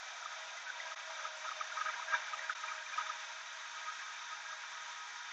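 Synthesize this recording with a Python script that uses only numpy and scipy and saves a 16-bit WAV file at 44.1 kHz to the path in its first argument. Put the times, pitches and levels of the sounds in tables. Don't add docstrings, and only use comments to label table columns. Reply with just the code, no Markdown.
import sys
import numpy as np
from scipy import signal
from scipy.fft import rfft, irfft
from scipy.io import wavfile
from scipy.ndimage import uniform_filter1d

SR = 44100
rng = np.random.default_rng(int(sys.argv[2]) if len(sys.argv) > 2 else 0)


def volts_from_db(level):
    exponent = np.asarray(level, float) / 20
    return 10 ** exponent


def transcribe(signal):
    frames = np.atleast_2d(signal).T
    limited = np.clip(frames, -1, 1)
    pcm = np.round(limited * 32767).astype(np.int16)
    wavfile.write(sys.argv[1], SR, pcm)


N = 234700

# f/Hz, level/dB per Hz
TOP_COLOUR = [(6000, -11), (6900, 1.5), (7330, -3.5), (7700, -8), (7950, -18.5), (8300, -16.5),
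              (8900, -26.5), (9500, -37.5), (9750, -70)]
# centre t/s, depth/dB, length/ms
TOP_DIPS = [(.21, 15, 20), (.385, 7, 13), (.66, 26, 30), (.8, 4, 15), (.975, 21, 24), (1.19, 15, 10),
            (1.3, 17, 14), (1.345, 18, 18), (1.45, 14, 19), (1.612, 20, 26), (1.93, 12, 11), (2.14, 22, 50),
            (2.25, 17, 30), (2.345, 0, 8.5), (2.41, 17, 17), (3.09, 23, 18), (3.86, 22, 13),
            (4.245, 10, 23), (4.52, 18, 28), (5.03, 10, 10), (5.12, 21, 14), (5.2, 6.5, 40), (5.27, 5, 17)]
# centre t/s, depth/dB, length/ms
DROPOUTS = [
    (.9535, 22, 19),
    (2.5445, 14, 19),
]
# t/s, level/dB
GRIP = [(0.0, -51), (0.77, -49.5), (1.08, -48), (1.41, -49), (1.7, -49), (1.88, -46), (2.06, -49),
        (2.16, -45.5), (2.24, -47.5), (2.59, -49), (2.68, -46.5), (2.85, -50.5), (2.98, -45.5),
        (3.13, -48.5), (3.48, -50), (4.06, -49), (4.42, -50), (5.32, -49.5)]
# t/s, level change/dB
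LEARNING = [
    (.8, 2.5),
    (1.0, -0.5),
    (2.05, 1),
    (3.2, -9),
    (4.4, -5),
    (4.75, -10),
]
# f/Hz, level/dB per Hz
RUMBLE_COLOUR = [(12, -43.5), (20, -9), (280, -8), (316, -3), (403, -6), (443, 1), (500, 1.5), (650, -31),
                 (1100, -120)]
# f/Hz, level/dB per Hz
JAR_COLOUR = [(290, -65), (500, -24.5), (590, -23), (624, -13), (888, -9.5), (938, -6.5), (1080, -3.5),
              (1240, -8), (1350, -1), (1610, -0.5), (2930, -10), (3610, -5.5), (4210, -14.5), (6130, -9),
              (7000, -17.5), (9100, -49), (15400, -120)]
# f/Hz, width/Hz, level/dB rms
RINGS = [(701, 87, -73), (756, 27, -77.5), (835, 29, -68), (955.3, 59, -62), (1250, 52, -61.5),
         (1420, 21, -63), (1632, 13, -61.5), (1574, 140, -69), (1890, 21, -68), (2324, 130, -61),
         (3616, 15, -67.5), (3588, 150, -68), (3830, 240, -66), (5956, 290, -68)]
# centre t/s, peak level/dB, length/ms
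THIRD_OPENINGS = [
    (.869, -46, 35),
    (1.25, -46, 19),
    (1.451, -40, 6.1),
    (1.981, -44, 46),
    (2.156, -36, 17.5),
    (2.652, -43.5, 6.4),
    (2.93, -46, 9),
    (2.996, -41, 33),
    (4.899, -51.5, 53),
]
# centre t/s, peak level/dB, length/ms
FOURTH_OPENINGS = [(.261, -34.5, 5.8), (.923, -40.5, 7.1), (1.197, -42.5, 11), (1.213, -42, 8),
                   (1.256, -32.5, 9.6), (1.46, -40.5, 21), (1.52, -35, 8.7), (1.614, -31, 8),
                   (1.778, -33, 12), (1.794, -36.5, 14), (1.818, -30, 10.7), (1.866, -34, 18),
                   (1.894, -33.5, 13.6), (2.029, -39.5, 11), (2.127, -32.5, 10.5), (2.34, -30.5, 9.6),
                   (2.508, -35.5, 12.5), (2.642, -33, 9.5), (2.721, -36.5, 9.7), (2.987, -29, 11.7),
                   (3.013, -37, 15), (3.068, -39, 9.1), (3.101, -32.5, 9.3), (3.783, -47, 31),
                   (3.89, -40.5, 34), (3.974, -48, 31), (4.1, -42.5, 21), (4.231, -48, 30),
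                   (4.334, -40.5, 30), (4.532, -42, 8.2)]
# centre t/s, peak level/dB, length/ms
FIFTH_OPENINGS = [(.872, -41, 5.9), (1.815, -34, 4.6), (1.873, -36, 8.2), (1.887, -35, 7.3),
                  (1.943, -34.5, 5.2), (2.085, -39, 9.5), (2.113, -37.5, 17), (2.139, -32.5, 22),
                  (2.148, -29, 9.8), (2.263, -43, 10), (2.421, -43.5, 10), (2.446, -41, 12),
                  (2.782, -40, 5.2), (2.807, -41, 8.4), (3.021, -34, 5.9), (3.11, -39, 5), (4.001, -47, 10),
                  (4.464, -43, 9.2)]
# centre t/s, peak level/dB, f/Hz, length/ms
STRAY_OPENINGS = [(.23, -40, 1360, 6.5), (.583, -46, 2030, 16), (0.677, -42, 1516, 20),
                  (0.702, -34.5, 1510, 9), (.805, -37.5, 2010, 5.9), (1.197, -40.5, 1520, 5.2),
                  (1.482, -39.5, 1325, 14), (1.492, -32, 1320, 3.5), (1.605, -41, 2330, 5.2),
                  (1.724, -37, 1420, 11), (1.862, -38, 1480, 4), (1.893, -44, 2300, 13),
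                  (1.905, -41, 1970, 7.1), (1.999, -36.5, 1040, 4.9), (2.141, -27.5, 1326, 5.9),
                  (2.153, -37.5, 1520, 33), (2.153, -39, 1800, 18), (2.153, -40, 2334, 23),
                  (2.154, -42, 3660, 13), (2.247, -44.5, 2310, 9), (2.286, -34.5, 1470, 6),
                  (2.395, -36.5, 1870, 4.1), (2.499, -26.5, 1460, 3.3), (2.502, -39.5, 1710, 14),
                  (2.525, -39, 1480, 7.4), (2.686, -40, 2386, 8.3), (2.865, -42, 2365, 9.1),
                  (2.942, -43, 2420, 14), (4.291, -46, 1420, 16)]
# centre t/s, peak level/dB, f/Hz, length/ms
MORE_OPENINGS = [
    (2.902, -60, 6220, 41),
    (4.33, -58.5, 3616, 200),
    (4.5, -53.5, 1637, 280),
    (1.264, -46, 1250, 34),
    (4.781, -52, 1255, 130),
    (5.0, -54.5, 1264, 130),
    (5.26, -57, 953, 35),
]
# t/s, f/Hz
SPEED = [(0, 635), (1.05, 643), (1.3, 629), (1.9, 631), (2.05, 644), (2.2, 626), (2.32, 642), (2.6, 631),
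         (3.0, 629), (3.4, 638), (5.3, 634)]
# multiple of shaft rate, level/dB rms
ORDERS = [(1, -96.5), (3, -66), (4, -62), (5, -64), (6, -67), (8, -67.5), (10, -70), (14, -71.5), (20, -72)]
# centre t/s, peak level/dB rms, length/ms
SECOND_OPENINGS = [(.45, -61, 450), (.79, -58, 130), (.89, -56.5, 220), (1.09, -54, 170),
                   (1.27, -54.5, 310), (1.44, -52.5, 57), (1.61, -54.5, 130), (1.74, -60, 270),
                   (1.87, -51.5, 100), (2.14, -51.5, 230), (2.42, -57.5, 390), (2.65, -58, 70),
                   (2.801, -59.5, 250), (3.15, -63.5, 1000), (3.57, -63.5, 150), (3.8, -65.5, 300),
                   (3.94, -69, 100), (4.34, -69.5, 64), (4.52, -63.5, 270), (4.82, -66.5, 570)]


def coloured(points):
    hz, db = np.transpose(points)
    bins = np.fft.rfftfreq(N, 1 / SR) + 1
    shape = volts_from_db(np.interp(np.log(bins), np.log(hz), db, left=-200, right=-200))
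    x = irfft(rfft(rng.standard_normal(N)) * shape, N)
    return x / x.std()


def in_time(rows):
    s, *columns = np.transpose(rows)
    return [np.interp(np.arange(N) / SR, s, c) for c in columns]


def drift(rate_hz):
    r = np.exp(-80 * np.pi * rate_hz / SR)
    coarse = rng.standard_normal(N // 40 + 2002)
    slow = signal.lfilter([1], [1, -2 * r, r * r], coarse)[2000:]
    return np.interp(np.arange(N) / 40, np.arange(len(slow)), slow / slow.std())


def whistle(hz, width_hz):
    r, w = np.exp(-np.pi * width_hz / SR), 2 * np.pi * hz / SR
    poles = [1, -2 * r * np.cos(w), r * r]
    once = signal.lfilter([1, 0, -1], poles, rng.standard_normal(N))
    twice = signal.lfilter([1], poles, once)
    return twice / twice.std()


def dips(rows):
    t, loss_db = np.arange(N) / SR, np.zeros(N)
    for s, depth_db, ms in rows:
        near = slice(int((s - .1) * SR), int((s + .1) * SR))
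        loss_db[near] += depth_db * np.exp(-((t[near] - s) * 3000 / ms) ** 2)
    return volts_from_db(-loss_db)


def swing_db():
    grip_db = in_time(GRIP)[0]
    return grip_db - np.median(grip_db)


def learnt_db():
    return in_time(LEARNING)[0]


def top_band():
    frame = SR // 200
    steps_db = np.repeat(3.0 * rng.standard_normal(N // frame + 1), frame)[:N]
    flutter_db = uniform_filter1d(steps_db, size=60) + 0.34 * drift(25) + 0.54 * drift(8.9)
    return volts_from_db(-69 + flutter_db) * dips(TOP_DIPS) * coloured(TOP_COLOUR)


def rumble(opening):
    level_db = -81 + 0.62 * swing_db() + drift(24)
    return volts_from_db(level_db) * (1 + 60 * opening) * coloured(RUMBLE_COLOUR)


def churn():
    body_db = in_time(GRIP)[0] + 0.13
    hiss_db = -49 + 0.41 * swing_db()
    low_db = -46 + learnt_db()
    together_db = .6 * drift(9)
    spectrum, bins = rfft(coloured(JAR_COLOUR)), np.fft.rfftfreq(N, 1 / SR)
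    edges = np.geomspace(480, 7000, 11)
    out = np.zeros(N)
    for low, high in zip(edges, edges[1:]):
        if high < 900:
            level_db = low_db
        elif low < 2400:
            level_db = body_db
        else:
            level_db = hiss_db
        patch_db = together_db + (1.8 if low < 2400 else .9) * drift(48)
        band = irfft(spectrum * (bins >= low) * (bins < high), N)
        out += volts_from_db(level_db + patch_db) * band
    swell_db = swing_db()
    for hz, width_hz, db in RINGS:
        out += volts_from_db(db + swell_db + 2.1 * drift(20)) * whistle(hz, width_hz)
    return out


def faint_openings(order_bands_hz):
    when, size, length, pick, place = rng.random((70, 5)).T
    share = np.cumsum(volts_from_db(2.5 * swing_db()))
    s = np.interp(when, share / share[-1], np.linspace(.1, N / SR - .1, N))
    third, fourth, fifth = order_bands_hz
    bands_hz = np.array([third, fourth, fourth, fifth, fifth])
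    on_order = bands_hz[(place * 5).astype(int)]
    between = 1330 * 1.45 ** place
    hz = np.where(pick < .6, on_order, between)
    peak_db = -50 + 3 * (2 * size - 1)
    ms = 10.5 * 2 ** (2 * length - 1)
    return list(zip(s, peak_db, hz, ms))


def openings():
    order_bands_hz = 958, 1257.4, 1620
    rows = []
    for hz, table in zip(order_bands_hz, [THIRD_OPENINGS, FOURTH_OPENINGS, FIFTH_OPENINGS]):
        rows += [(s, db, hz, ms) for s, db, ms in table]
    return rows + list(STRAY_OPENINGS) + list(MORE_OPENINGS) + faint_openings(order_bands_hz)


def chirps():
    out, rows = np.zeros(N), openings()
    chances = rng.uniform(-0.92, 1, (len(rows), 3))
    for (s, peak_db, hz, ms), (phase, other, apart) in zip(rows, chances):
        half = int(ms * SR / 1000 * 1.093)
        t = np.arange(-half, half) / SR
        tone = np.sin(2 * np.pi * hz * t + np.pi * phase)
        neighbour = np.sin(2 * np.pi * (hz + 160 * apart) * t + np.pi * other)
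        envelope = np.hanning(2 * half) * np.exp(-.35 * t * SR / half)
        at = int(s * SR) - half
        out[at:at + 2 * half] += volts_from_db(peak_db - 0.4) * envelope * (tone + 0.3 * neighbour)
    return out


def second_order_db():
    t, level_db = np.arange(N) / SR, -70.5 + learnt_db()
    for s, peak_db, ms in SECOND_OPENINGS:
        flank_db = 14 * ((t - s) * 2000 / ms) ** 2
        level_db = np.maximum(level_db, peak_db - flank_db)
    return level_db


def motor():
    shaft_hz = in_time(SPEED)[0] / 2 * (1 + .001 * drift(1.5) + .004 * drift(20))
    angle = 2 * np.pi * np.cumsum(shaft_hz) / SR
    second_db = second_order_db()
    out = np.zeros(N)
    for order, db in [(2, second_db - 2.5)] + list(ORDERS):
        wander = .75 * drift(10)
        flicker_db = 2.2 * drift(10)
        out += np.sqrt(2) * volts_from_db(db + flicker_db) * np.sin(order * angle + wander)
    ring_db = uniform_filter1d(second_db, size=6000) - 11
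    return out + volts_from_db(ring_db) * whistle(565.8, 31)


def scene():
    bursts = chirps()
    opening = np.sqrt(abs(uniform_filter1d(bursts ** 2, size=900)))
    source = top_band() + rumble(opening) + churn() * (1 + 17 * opening) + bursts + motor()
    return (source * dips(DROPOUTS))[None]


def low_pass(x):
    return signal.sosfilt(signal.butter(12, 15400, fs=SR, output="sos"), x)


def record(dry):
    mix = dry + volts_from_db(-97.5) * rng.standard_normal(dry.shape)
    return low_pass(mix)


dry = scene()
out = record(dry)
transcribe(out)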